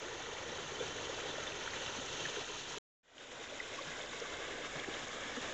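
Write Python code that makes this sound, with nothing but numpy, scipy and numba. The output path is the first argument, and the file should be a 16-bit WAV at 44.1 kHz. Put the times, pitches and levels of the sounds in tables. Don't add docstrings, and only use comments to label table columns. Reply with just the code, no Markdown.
import sys
import numpy as np
from scipy import signal
from scipy.fft import rfft, irfft
from scipy.io import wavfile
from scipy.ndimage import map_coordinates
from numba import njit

SR = 44100
rng = np.random.default_rng(int(sys.argv[2]) if len(sys.argv) > 2 else 0)


def persist_wave(psi):
    counts = np.round(np.clip(psi, -1, 1) * 32767).astype(np.int16)
    wavfile.write(sys.argv[1], SR, np.atleast_2d(counts).T)


def rack_gain(trim_db):
    fader = np.asarray(trim_db, float)
    return 10 ** (fader / 20)


N = 243873
HZ = np.fft.rfftfreq(N, 1 / SR)
TIME = np.arange(N) / SR


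def rms_one(x):
    return x / np.sqrt(np.mean(x ** 2) + 1e-20)


def coloured(x, points):
    hz, db = np.transpose(points)
    weight_db = np.interp(np.log(HZ + 1), np.log(hz), db, left=-80, right=-120)
    return irfft(rfft(x) * rack_gain(weight_db), N)


def between(x, low_hz, high_hz):
    low_edge = 1 + (low_hz / (HZ + 1)) ** 8
    high_edge = 1 + (HZ / high_hz) ** 8
    return irfft(rfft(x) / low_edge / high_edge, N)


def drift(rate_hz):
    hop = 20
    r = np.exp(-2 * np.pi * rate_hz * hop / SR)
    noise = rng.standard_normal(N // hop + 2002)
    slow = signal.lfilter([1], [1, -2 * r, r * r], noise)[2000:]
    return np.interp(np.arange(N) / hop, np.arange(len(slow)), rms_one(slow - slow.mean()))


@njit
def add_bubbles(out, centre_s, height, hz, length_s, phase, rise, sr):
    for k in range(len(hz)):
        span = int(2 * length_s[k] * sr)
        first = int(centre_s[k] * sr) - span // 2
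        turn = phase[k]
        for i in range(max(0, -first), min(span, len(out) - first)):
            u = i / span
            turn += 2 * np.pi * hz[k] * (1 + rise[k] * (u - .5)) / sr
            out[first + i] += height[k] * np.sin(np.pi * u) ** 2 * np.sin(turn)


def rush(together_db, patchy_db, surge):
    out = np.zeros(N)
    edges = 20 * 2 ** np.arange(0, 9.1, 1 / 3)
    white = rng.standard_normal((2, N))
    for k, (low, high) in enumerate(zip(edges, edges[1:])):
        band_pass = signal.butter(2, [low, high], "band", fs=SR, output="sos")
        band = signal.sosfilt(band_pass, white[k % 2])
        out += band * rack_gain(together_db * surge + patchy_db * drift(25.0))
    return rms_one(out)


def swarm(count, cycles, spread_db, clump, surge):
    draw = rng.random((count, 6))
    crowd = np.cumsum(np.exp(clump * surge))
    when = np.interp(draw[:, 0], crowd / crowd[-1], TIME)
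    hz = 150 + 8200 * draw[:, 1] ** 1.5
    length = cycles * (.5 + draw[:, 2]) * (hz / 1000) ** .2 / hz
    loudness = rack_gain(-spread_db * np.log(draw[:, 3] + .012))
    height = loudness * hz ** (1 / 6) / np.sqrt(length)
    out = np.zeros(N)
    add_bubbles(out, when, height, hz, length, 2 * np.pi * draw[:, 4], 0.33 * draw[:, 5], SR)
    return rms_one(out)


def gurgling(water):
    swell_db, bout_hz = 1.94, 4.2
    return water + (rack_gain(swell_db * drift(bout_hz)) - 1) * between(water, 280, 680)


def plops():
    # t/s, peak level/dB, f/Hz, length at half height/ms
    large_bubbles = [(0.295, -44, 400, 11.5), (0.3294, -39.5, 454, 8.7), (0.465, -42, 481, 11),
                     (0.5905, -43, 410, 11.8), (0.5270, -42.5, 503, 8), (0.7218, -40.5, 438, 6.7),
                     (0.757, -44.5, 3067, 11), (0.798, -47.5, 3460, 19), (0.8136, -31.5, 475, 7),
                     (0.8305, -41, 466, 14.7), (0.8805, -35.5, 5700, 1.1), (0.9827, -37, 1810, 2.1),
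                     (1.1015, -37, 510, 7), (1.3137, -39.5, 3560, 3.7), (1.3421, -38, 496, 5.6),
                     (1.3842, -37.5, 595, 5.8), (1.477, -38.5, 3550, 8.3), (1.523, -35, 2710, 1.5),
                     (1.6771, -33, 1440, 3.4), (1.7365, -33, 1860, 2.1), (1.863, -33, 3070, 1.3),
                     (1.88, -37, 2870, 1.9), (1.9956, -42.5, 263, 18.9), (2.1424, -52, 130, 22),
                     (2.2552, -32, 1820, 3.2), (2.261, -34, 1700, 3.2), (2.2642, -31, 6500, 0.9),
                     (2.2659, -46.5, 152, 19.4), (2.365, -35.5, 1530, 2.2), (2.3731, -34.5, 448, 6.5),
                     (2.3873, -39, 400, 15.7), (2.776, -39.5, 425, 6.2), (3.182, -41, 3130, 1.3),
                     (3.4049, -48, 450, 19.2), (3.5259, -42.5, 585, 8.4), (3.6033, -33, 1990, 3.9),
                     (3.7447, -37.5, 2520, 1.5), (3.791, -39.5, 1120, 6.6), (3.814, -42, 540, 6.9),
                     (3.8833, -49, 161, 22), (3.9707, -35, 6100, 0.6), (4.0148, -38, 3540, 3),
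                     (4.2021, -29, 5600, 0.53), (4.222, -35, 458, 11.7), (4.2567, -40.5, 1190, 7.7),
                     (4.7625, -38, 1070, 2.8), (4.768, -47, 150, 17.5), (4.799, -34, 3420, 1.8),
                     (4.8455, -34.5, 1880, 2.3), (4.8882, -32.5, 342, 4.8), (4.9417, -38, 3120, 3.3),
                     (5.0842, -33, 6500, 1.4), (5.2317, -43, 550, 11.8), (5.3824, -41, 488, 18),
                     (5.3824, -41, 249, 21)]
    splash_db, scatter_octaves = -10, 0.35
    when, peak_db, hz, ms = np.transpose(large_bubbles)
    rise = np.full(len(hz), .08)
    out = np.zeros(N)
    add_bubbles(out, when, rack_gain(peak_db), hz, ms / 1000, 2 * np.pi * rng.random(len(hz)), rise, SR)
    draw = rng.standard_normal((len(hz), 3, 3))
    for late, off, phase in draw.transpose(1, 2, 0):
        droplet_s = when + late * ms / 1000
        droplet_hz = np.minimum(hz * 2 ** (scatter_octaves * off), 7500)
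        add_bubbles(out, droplet_s, rack_gain(peak_db + splash_db), droplet_hz, ms / 2000,
                    2 * np.pi * phase, rise, SR)
    return out


def middling_plops(count):
    mean_cycles, top_db, range_db = 4.5, -40.5, 10
    draw = rng.random((count, 5))
    hz = 400 * 16 ** draw[:, 1]
    height = rack_gain(top_db - range_db * draw[:, 2])
    length = mean_cycles * (.5 + draw[:, 3]) / hz
    out = np.zeros(N)
    add_bubbles(out, draw[:, 0] * N / SR, height, hz, length, 2 * np.pi * draw[:, 4], np.full(count, .08), SR)
    return out


def ticks(count):
    top_db, range_db, mean_ms = -40, 3, 0.7
    draw = rng.random((count, 5))
    height = rack_gain(top_db - range_db * draw[:, 1])
    hz = 4500 + 2300 * draw[:, 2]
    length = mean_ms / 1000 * (.5 + draw[:, 3])
    out = np.zeros(N)
    add_bubbles(out, draw[:, 0] * N / SR, height, hz, length, 2 * np.pi * draw[:, 4], np.zeros(count), SR)
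    return out


def echoed(sound, echoes, flow):
    shot_s = [flow[0][0], flow[-1][0]]
    for start_ms, end_ms, share, low_hz, high_hz in echoes:
        lag = np.interp(TIME, shot_s, [start_ms, end_ms]) * SR / 1000
        band = between(sound, low_hz, high_hz)
        sound = sound + share * map_coordinates(band, [np.arange(N) - lag], order=3)
    return sound


def channel(water, colour, echoes, flow, spray_db):
    fizz_hz, spray_hz = 2300, 4600
    s, body_db, treble_db = np.transpose(flow)
    spectrum = rfft(echoed(coloured(water, colour), echoes, flow))
    bands = (0, fizz_hz), (fizz_hz, spray_hz), (spray_hz, SR)
    levels = body_db, body_db + treble_db, body_db + treble_db + spray_db
    out = np.zeros(N)
    for (low, high), db in zip(bands, levels):
        part = irfft(spectrum * (HZ >= low) * (HZ < high), N)
        out += rms_one(part) * rack_gain(np.interp(TIME, s, db))
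    return out


def scene():
    # t/s, body level/dB, treble level over body/dB
    over_flow = [(0, -47, -3.5), (.5, -45.5, -5), (1.2, -46, -3), (1.55, -44.5, -4), (2, -45.5, -2.5),
                 (2.2, -45.5, 0), (2.45, -46.5, -1), (2.6, -48, 0), (2.78, -49, -1)]
    bank_flow = [(3.03, -45.5, -4.5), (3.16, -49, -2.5), (3.2, -44.5, -2.5), (3.45, -45, -3.5),
                 (3.6, -47.5, -2.5), (3.9, -47, -4), (4.5, -45.5, -5), (4.8, -45, -5), (5.53, -45, -5)]
    # f/Hz, level per Hz/dB
    over_colour = [(25, -10.5), (129, -6), (195, -12.5), (465, -1), (684, -7.5), (1160, -8), (1800, -7.5),
                   (2150, -11), (3130, -5.5), (3900, -9.5), (4900, -19), (6310, -9), (7120, -14),
                   (8030, -31.5), (8700, -65)]
    bank_colour = [(15, -33), (25, -12), (126, -10), (195, -17), (242, -8), (365, -7.5), (488, -3.5),
                   (936, -11), (1670, -7.5), (2180, -8.5), (2520, -11.5), (3620, -8.5), (4390, -20.5),
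                   (7120, -16), (8030, -31.5), (8700, -62)]
    # delay at start/ms, delay at end/ms, share, lowest f/Hz, highest f/Hz
    over_echoes = [(2.146, 2.175, 0.2, 750, 3200), (2.53, 2.5, 0.4, 2060, 2900),
                   (2.308, 2.31, 0.33, 2300, 9300)]
    bank_echoes = [(2.05, 1.707, 0.28, 920, 2740)]
    over_spray_db, bank_spray_db = -4, -5
    cut_s, restart_s, fade_from_s, fade_s = 2.7845, 3.031, 3.02, 0.75
    treble_edge_hz = 7100
    offset = -0.00043

    surge = rms_one(drift(9.0) + .8 * drift(35.0))
    bubbles = swarm(count=9000, cycles=4.504, spread_db=3.0, clump=.25, surge=surge)
    water = gurgling(rush(0.89, 0.89, surge) + rack_gain(-6.5) * bubbles)

    large = plops()
    small = middling_plops(count=60) + ticks(count=45)
    for _ in range(2):
        large, small = between(large, 30, treble_edge_hz), between(small, 30, treble_edge_hz)

    over = channel(water, over_colour, over_echoes, over_flow, over_spray_db) + offset
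    over += echoed(large + small, over_echoes, over_flow)
    fade = np.clip((TIME - fade_from_s) / fade_s, 0, 1)
    bank = (channel(water, bank_colour, bank_echoes, bank_flow, bank_spray_db) + offset) * fade
    bank += echoed(large + small * fade, bank_echoes, bank_flow)
    return (over * (TIME < cut_s) + bank * (TIME > restart_s))[None]


def low_pass(x):
    return signal.sosfilt(signal.butter(12, 15600, fs=SR, output="sos"), x)


def record(dry):
    # f/Hz, level/dB
    mirror_weights = [(8300, -51), (9000, -41.5), (10300, -27.5), (11500, -29), (12600, -60), (14300, -44),
                      (15600, -54.5)]
    low_rate_hz = 16000
    folded = dry[0] * np.cos(2 * np.pi * low_rate_hz * TIME)
    mirror = coloured(folded, mirror_weights)
    sounding = np.abs(dry) > 1e-7
    return low_pass(dry + mirror * sounding)


dry = scene()
out = record(dry)
persist_wave(out)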